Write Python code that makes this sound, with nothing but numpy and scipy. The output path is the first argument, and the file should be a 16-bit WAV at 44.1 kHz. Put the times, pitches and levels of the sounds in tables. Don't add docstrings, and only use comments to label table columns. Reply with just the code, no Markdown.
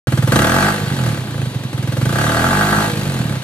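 import sys
import numpy as np
from scipy import signal
from scipy.fft import rfft, irfft, next_fast_len
from scipy.io import wavfile
from scipy.ndimage import uniform_filter1d

SR = 44100
rng = np.random.default_rng(int(sys.argv[2]) if len(sys.argv) > 2 else 0)


def pcm_store(signal):
    levels = np.round(np.clip(np.atleast_2d(signal), -1, 1) * 32767)
    wavfile.write(sys.argv[1], SR, levels.astype(np.int16).T)


def rack_gain(trim_db):
    fader = np.asarray(trim_db, float)
    return 10 ** (fader / 20)


N = 151263

# t/s, rate/(cycles per s)
SPEED = [(0.0, 17.49), (0.295, 20.61), (0.414, 36.19), (0.665, 52.57), (0.86, 49.97), (1.029, 40.92),
         (1.233, 29.83), (1.441, 26.32), (1.441, 22.78), (1.82, 20.53), (1.981, 21.45), (2.083, 27.36),
         (2.193, 36.06), (2.404, 40.96), (2.574, 50.35), (2.933, 53.54), (3.151, 43.35), (3.43, 27.58)]
# t/s, throttle (bark) level/dB, silencer pressure level/dB, burn (sharpness of crack) level/dB
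LOAD = [(.07, -32.5, -18.5, 1.5), (.26, -31.5, -15, 4), (.35, -18.5, -13, 7.5), (.5, -19.5, -24.5, 1.5),
        (.68, -18.5, -20.5, -3), (.77, -30.5, -26, -1), (.84, -32, -17, -4.5), (1.08, -31.5, -19, -0.5),
        (1.26, -40, -26.5, -6.5), (1.47, -40.5, -20.5, -0.5), (1.7, -45, -24.5, 1.5), (1.98, -35, -19, 1.5),
        (2.2, -23, -17, -0.5), (2.4, -18.5, -24.5, -3.5), (2.84, -20, -21.5, -4), (2.93, -33.5, -19, 1.5),
        (3.2, -34, -20.5, -0.5), (3.43, -38.5, -21, -4)]
# t/s, thump change level/dB, bark change level/dB
ODD_CYCLES = [(1.21, 2.5, -2), (1.415, 4, 2.5), (1.64, 3.5, 0), (2.92, -3, -2.5), (2.975, 1.5, 0),
              (3.122, -0.5, -2), (.36, -1, -0.5), (.39, 0, 0), (.226, -1, -2), (.275, -2, -2),
              (.586, -1, 1), (1.83, -0.5, -0.5), (2.055, 2.5, 2.5), (2.16, 0.5, 0.5), (2.19, -0.5, 2.5),
              (2.728, -9, 3.5), (.845, -36, -2), (.884, -13, -3), (.948, -3.5, -3), (1.064, 5, 4),
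              (1.147, -10, 1), (1.176, 2.5, 2.5), (1.245, -5, -3), (1.375, 4, -0.5), (1.505, -9, -9),
              (1.595, -5.5, -12), (1.685, -13, -10), (2.612, 3, 4.5), (2.805, -6, 0.5), (2.9, -32, 0),
              (2.94, -26, -3), (2.998, -33, -2), (3.036, -4, -1.5), (3.103, 0.5, 0.5), (3.078, 4, 0),
              (3.193, 3, 1), (3.215, -4, -1), (3.243, -3, -3.5), (3.285, 1, 2.5), (3.357, -2, 0),
              (3.39, -8, -21)]
# f/Hz, level/dB, start after the valve t/s, swell t/s, sharpness of the swell
SILENCER = [
    (122, 0, -.0034, .019, 7),
    (124, -17, .0048, .02, 1.1),
]
# f/Hz, level/dB, start after the valve t/s, swell t/s, sharpness of the swell
SLAP = [
    (150, -1, .0012, .0128, 13),
    (215, -5, .0093, .004, 2.5),
]
# f/Hz, level/dB
DRONE = [(45, -4), (100, 5.5), (150, -5.5), (205, 1), (260, -1.5), (310, -2), (420, -10), (600, -14),
         (680, -4), (770, -9), (850, -6), (1000, -17)]
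# f/Hz, level/dB, start after the valve t/s, swell t/s, sharpness of the swell
PIPE = [(247, 2, -.004, 0.0034, 1.32), (318.3, 1, -.004, 0.0038, 1.24), (402, -4, -.004, 0.003, 1.18),
        (513.4, -1.5, -.004, 0.0036, 0.97)]
# f/Hz,
# level/dB, start after the valve t/s, swell t/s, sharpness of the swell
AIRBOX = [(679, -5, -.004, 0.0052, 0.92), (837.4, -5.5, -.0035, 0.0035, 1.85), (1227, 2, -.0033, .002, 1.5),
          (1345, -2.5, -.0033, 0.0023, 1.74), (1563.6, 1.5, -.0033, 0.0027, 1.27),
          (1643, -8.5, -.0037, 0.0028, 1.8), (1902, -11.5, -.0037, 0.0042, 0.91),
          (2740, -19.5, -.0037, .004, 1.2)]
# f/Hz, level/dB per Hz
RASP = [(400, -2), (600, -5.5), (850, 3.5), (1020, -0.5), (1300, 0.5), (1550, 0.5), (2000, -33),
        (3000, -27)]
# f/Hz, level/dB per Hz
HISS = [(1800, -2), (4440, -8), (5230, -12), (8000, -10.5), (11200, -11), (11800, -28), (12400, -11),
        (14300, -16)]
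# f/Hz, width f/Hz, level/dB
CASES = [(2675, 13, -1), (3230, 60, 4), (3860, 63, 1.5), (4460, 130, 3.5), (6070, 140, 3.5),
         (9950, 430, -0.5)]
# f/Hz, level/dB per Hz
RATTLE = [(45, 6.5), (80, -41), (200, 4.5), (500, -5), (1000, -8), (2000, -15), (4000, -11.5)]
# t/s, length t/s, level/dB
MOANS = [
    (.73, 0.11, -30.5),
    (2.85, .15, -28),
]
# f/Hz, likeness 0 to 1
ALIKE = [(60, .97), (300, .97), (1200, .88), (3000, .5), (8000, .68), (13000, .88)]
# f/Hz, phase/radians
LEAD = [(100, 0), (600, .45), (1640, 1.5), (4000, 1.6), (10800, 1.8), (11900, 3.1), (12800, 1.7),
        (15300, 1.5)]
# delay t/s, left level/dB, right level/dB
WALLS = [(.0031, -17, -14), (.006, -9, -3.5), (.0094, -15, -1.5), (0.0126, -11.5, -6.5), (0.02, -7, -6)]
# f/Hz, level/dB
LEAN = [(60, -4.5), (180, -1.5), (550, 0), (1650, 4), (4970, -2), (15000, -0.5)]

FULL_DB = -21


def unit(x):
    return x / np.sqrt(np.mean(x ** 2) + 1e-20)


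def along(points, hz):
    f, v = np.transpose(points)
    return np.interp(np.log(hz + 1), np.log(f + 1), v)


def curves(rows):
    s, *cols = np.transpose(rows)
    return [np.interp(np.arange(N) / SR, s, c) for c in cols]


def filtered(x, response):
    m = next_fast_len(N + SR // 2)
    return irfft(rfft(x, m) * response(np.fft.rfftfreq(m, 1 / SR)), m)[..., :N]


def rush(gain):
    shared, own = rng.standard_normal((2, N))

    def shared_gain(hz):
        lead = np.interp(hz, *np.transpose(LEAD))
        return gain(hz) * np.clip(along(ALIKE, hz), 0, 1) * np.exp(-1j * lead)

    def own_gain(hz):
        return gain(hz) * np.sqrt(1 - np.clip(along(ALIKE, hz), 0, 1) ** 2)

    left = filtered(shared, gain)
    right = filtered(shared, shared_gain) + filtered(own, own_gain)
    return unit(np.array([left, right]))


def train(times, sizes):
    return np.bincount(np.clip(np.round(times * SR).astype(int), 0, N - 1), sizes, N)


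def rung(modes, times, sizes, loose_db, loose_s):
    t, out = np.arange(SR // 5) / SR, np.zeros(N)
    for hz, db, start, swell, sharp in modes:
        luck = rng.standard_normal((len(times), 2))
        envelope = (t / swell * np.exp(1 - t / swell)) ** sharp
        ring = rack_gain(db) * np.sin(2 * np.pi * hz * t) * envelope
        spikes = train(times + start + loose_s * luck[:, 0], sizes * rack_gain(loose_db * luck[:, 1]))
        out += signal.fftconvolve(spikes, ring)[:N]
    return out


def puffs(times, sizes, decay_s):
    t = np.arange(SR // 5) / SR
    early_s, rise_s = .0045, .0012
    puff = np.exp(-t / decay_s) * (1 - np.exp(-t / rise_s))
    return signal.fftconvolve(train(times - early_s, sizes), puff)[:N]


def patchy(x):
    z = signal.stft(x, nperseg=512)[2]
    field = uniform_filter1d(rng.standard_normal(z.shape[1:]), size=3, axis=0)
    field = uniform_filter1d(field, size=5, axis=1)
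    patch_db = 2
    return unit(signal.istft(z * rack_gain(patch_db * unit(field)), nperseg=512)[1][:, :N])


def firing(speed, burn_db):
    turns = -.2768 + np.cumsum(speed) / SR
    at = np.searchsorted(turns, np.arange(1, int(turns[-1]) + 1))
    luck = rng.standard_normal((len(at), 3))
    jitter_s, scatter_db = .0001, .9
    times = at / SR + jitter_s * luck[:, 0]
    lost_burn_db = np.clip(-burn_db[at], 0, None)
    thump_db = (scatter_db + .15 * lost_burn_db) * luck[:, 1]
    bark_db = scatter_db * luck[:, 2]
    for s, thump_change_db, bark_change_db in ODD_CYCLES:
        nearest = np.argmin(abs(times - s))
        thump_db[nearest] = thump_change_db
        bark_db[nearest] = bark_change_db
    return turns, at, times, thump_db, bark_db + burn_db[at]


def silencer_thump(times, push_db, throttle_db, octaves, thin):
    boom_fades_db, slap_grows_db = -3, 3.5
    boom_db = push_db + boom_fades_db * (octaves + 1)
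    boom_db = boom_db - 0.13 * (throttle_db - FULL_DB + 12.5)
    slap_db = push_db + slap_grows_db * octaves
    boom = 10.45 * rung(SILENCER, times, rack_gain(boom_db) / thin, loose_db=2.0, loose_s=0)
    slap = 7 * rung(SLAP, times, rack_gain(slap_db) / thin, loose_db=5.0, loose_s=0)
    return boom + slap


def drone(turns, speed, throttle_db):
    lag_s, spread, order_count = .0128, .05, 20
    late = np.roll(turns, round(lag_s * SR))
    tones = []
    for k in range(1, order_count + 1):
        offset = spread * np.sqrt(k) * rng.standard_normal()
        tones.append(-rack_gain(along(DRONE, k * speed)) * np.cos(2 * np.pi * (k * late + offset)))
    coasting = rack_gain(-37 + 3.3 * np.log2(speed / 50)) * unit(sum(tones[3:]))
    pulling = rack_gain(-23.5 + 1.8 * (throttle_db - FULL_DB)) * unit(sum(tones))
    return pulling + coasting


def pipe_bark(times, throttle_db, bark_db, thin):
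    pipe_db = FULL_DB - 1.5 + 0.43 * (throttle_db - FULL_DB)
    return 9.2 * rung(PIPE, times, rack_gain(pipe_db + bark_db) / thin, loose_db=1.5, loose_s=.00004)


def airbox_bark(times, throttle_db, bark_db, burn_db, thin):
    burn_share = 0.077
    airbox_db = throttle_db + bark_db - (1 - burn_share) * burn_db
    return 8.92 * rung(AIRBOX, times, rack_gain(airbox_db) / thin, loose_db=1.2, loose_s=.00006)


def gas_rasp(times, throttle_db, bark_db, burn_db):
    color = [(250, -50)] + RASP + [(6000, -50)]
    flow = .4 * rack_gain(burn_db / 2) + puffs(times, rack_gain(bark_db), decay_s=.0045)
    return rack_gain(throttle_db - 2.5) * flow * rush(lambda hz: rack_gain(along(color, hz)))


def air_hiss(times, at, throttle_db, bark_db, burn_db, octaves):
    burn_share = 1.3
    spit_db = bark_db + (burn_share - 1) * burn_db[at]
    puff_db = spit_db - 3 * (octaves[at] + 1.5)
    puff = 1.6 * puffs(times, rack_gain(puff_db), decay_s=.011)
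    first_spit = rack_gain(-1.5) * puffs(times, rack_gain(spit_db), decay_s=.003)
    gusts = 1 + puff + first_spit
    color = [(500, -53)] + HISS + [(14750, -42), (15700, -52)]

    def gain(hz):
        ringing_db = sum(db / (1 + ((hz - center) / width) ** 2) for center, width, db in CASES)
        return rack_gain(along(color, hz) + ringing_db)

    hiss_db = -22 + 0.52 * (throttle_db - FULL_DB) + 1 * octaves
    return rack_gain(hiss_db) * gusts / 2 * patchy(rush(gain))


def rattle(octaves):
    color = [(25, -29)] + RATTLE + [(9000, -48)]
    return rack_gain(-29.5 + 3 * octaves) * rush(lambda hz: rack_gain(along(color, hz)))


def slide_whistle(throttle_db):
    center_hz, width_hz = 7550, 200
    return rack_gain(throttle_db - 24) * rush(lambda hz: 1 / (1 + ((hz - center_hz) / width_hz) ** 2))


def moan():
    t, out = np.arange(N) / SR, np.zeros(N)
    start_hz, sag_hz_per_s = 493, 180
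    for s, length, db in MOANS:
        since = t - s
        progress = np.clip(since / length, 0, 1)
        swell = np.sqrt(abs(np.sin(np.pi * progress)))
        out += rack_gain(db) * swell * np.sin(2 * np.pi * (start_hz - sag_hz_per_s * since / 2) * since)
    return out


def yard(x):
    def delay(hz, s):
        return np.exp(-2j * np.pi * hz * s)

    def paths(hz):
        total = np.array([delay(hz, 0), delay(hz, .0001)])
        for s, left_db, right_db in WALLS:
            both_s = s + np.array([[0], [s / 9]])
            total = total + rack_gain([[left_db], [right_db]]) * delay(hz, both_s)
        return total

    return filtered(x, paths)


def scene():
    speed, = curves(SPEED)
    throttle_db, pressure_db, burn_db = curves(LOAD)
    turns, at, times, thump_db, bark_db = firing(speed, burn_db)
    octaves = np.log2(speed / 50)
    thin = np.sqrt(speed[at])
    push_db = pressure_db[at] + thump_db

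    low = silencer_thump(times, push_db, throttle_db[at], octaves[at], thin)
    low = low + drone(turns, speed, throttle_db) + moan()
    pipe = pipe_bark(times, throttle_db[at], bark_db, thin)
    airbox = airbox_bark(times, throttle_db[at], bark_db, burn_db[at], thin)
    noise = gas_rasp(times, throttle_db, bark_db, burn_db)
    noise = noise + air_hiss(times, at, throttle_db, bark_db, burn_db, octaves)
    noise = noise + rattle(octaves) + slide_whistle(throttle_db)

    echoed = 0.31
    mix = low + (1 - echoed) * pipe + yard(airbox + echoed * pipe) + noise
    return filtered(mix, lambda hz: rack_gain(along(LEAN, hz) * np.array([[.5], [-.5]])))


def roll_off(x):
    return signal.sosfilt(signal.butter(12, 15750, fs=SR, output="sos"), x)


def record(dry):
    low_cut_hz, top_hz, start_s, ceiling = 30, 15700, .0712, 1.02
    x = filtered(dry, lambda hz: (1j * hz / (low_cut_hz + 1j * hz)) ** 2 * (hz < top_hz))
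    x = x * (np.arange(N) >= start_s * SR)
    mix = x / (1 + abs(x / ceiling) ** 4) ** (1 / 4)
    return roll_off(mix)


dry = scene()
out = record(dry)
pcm_store(out)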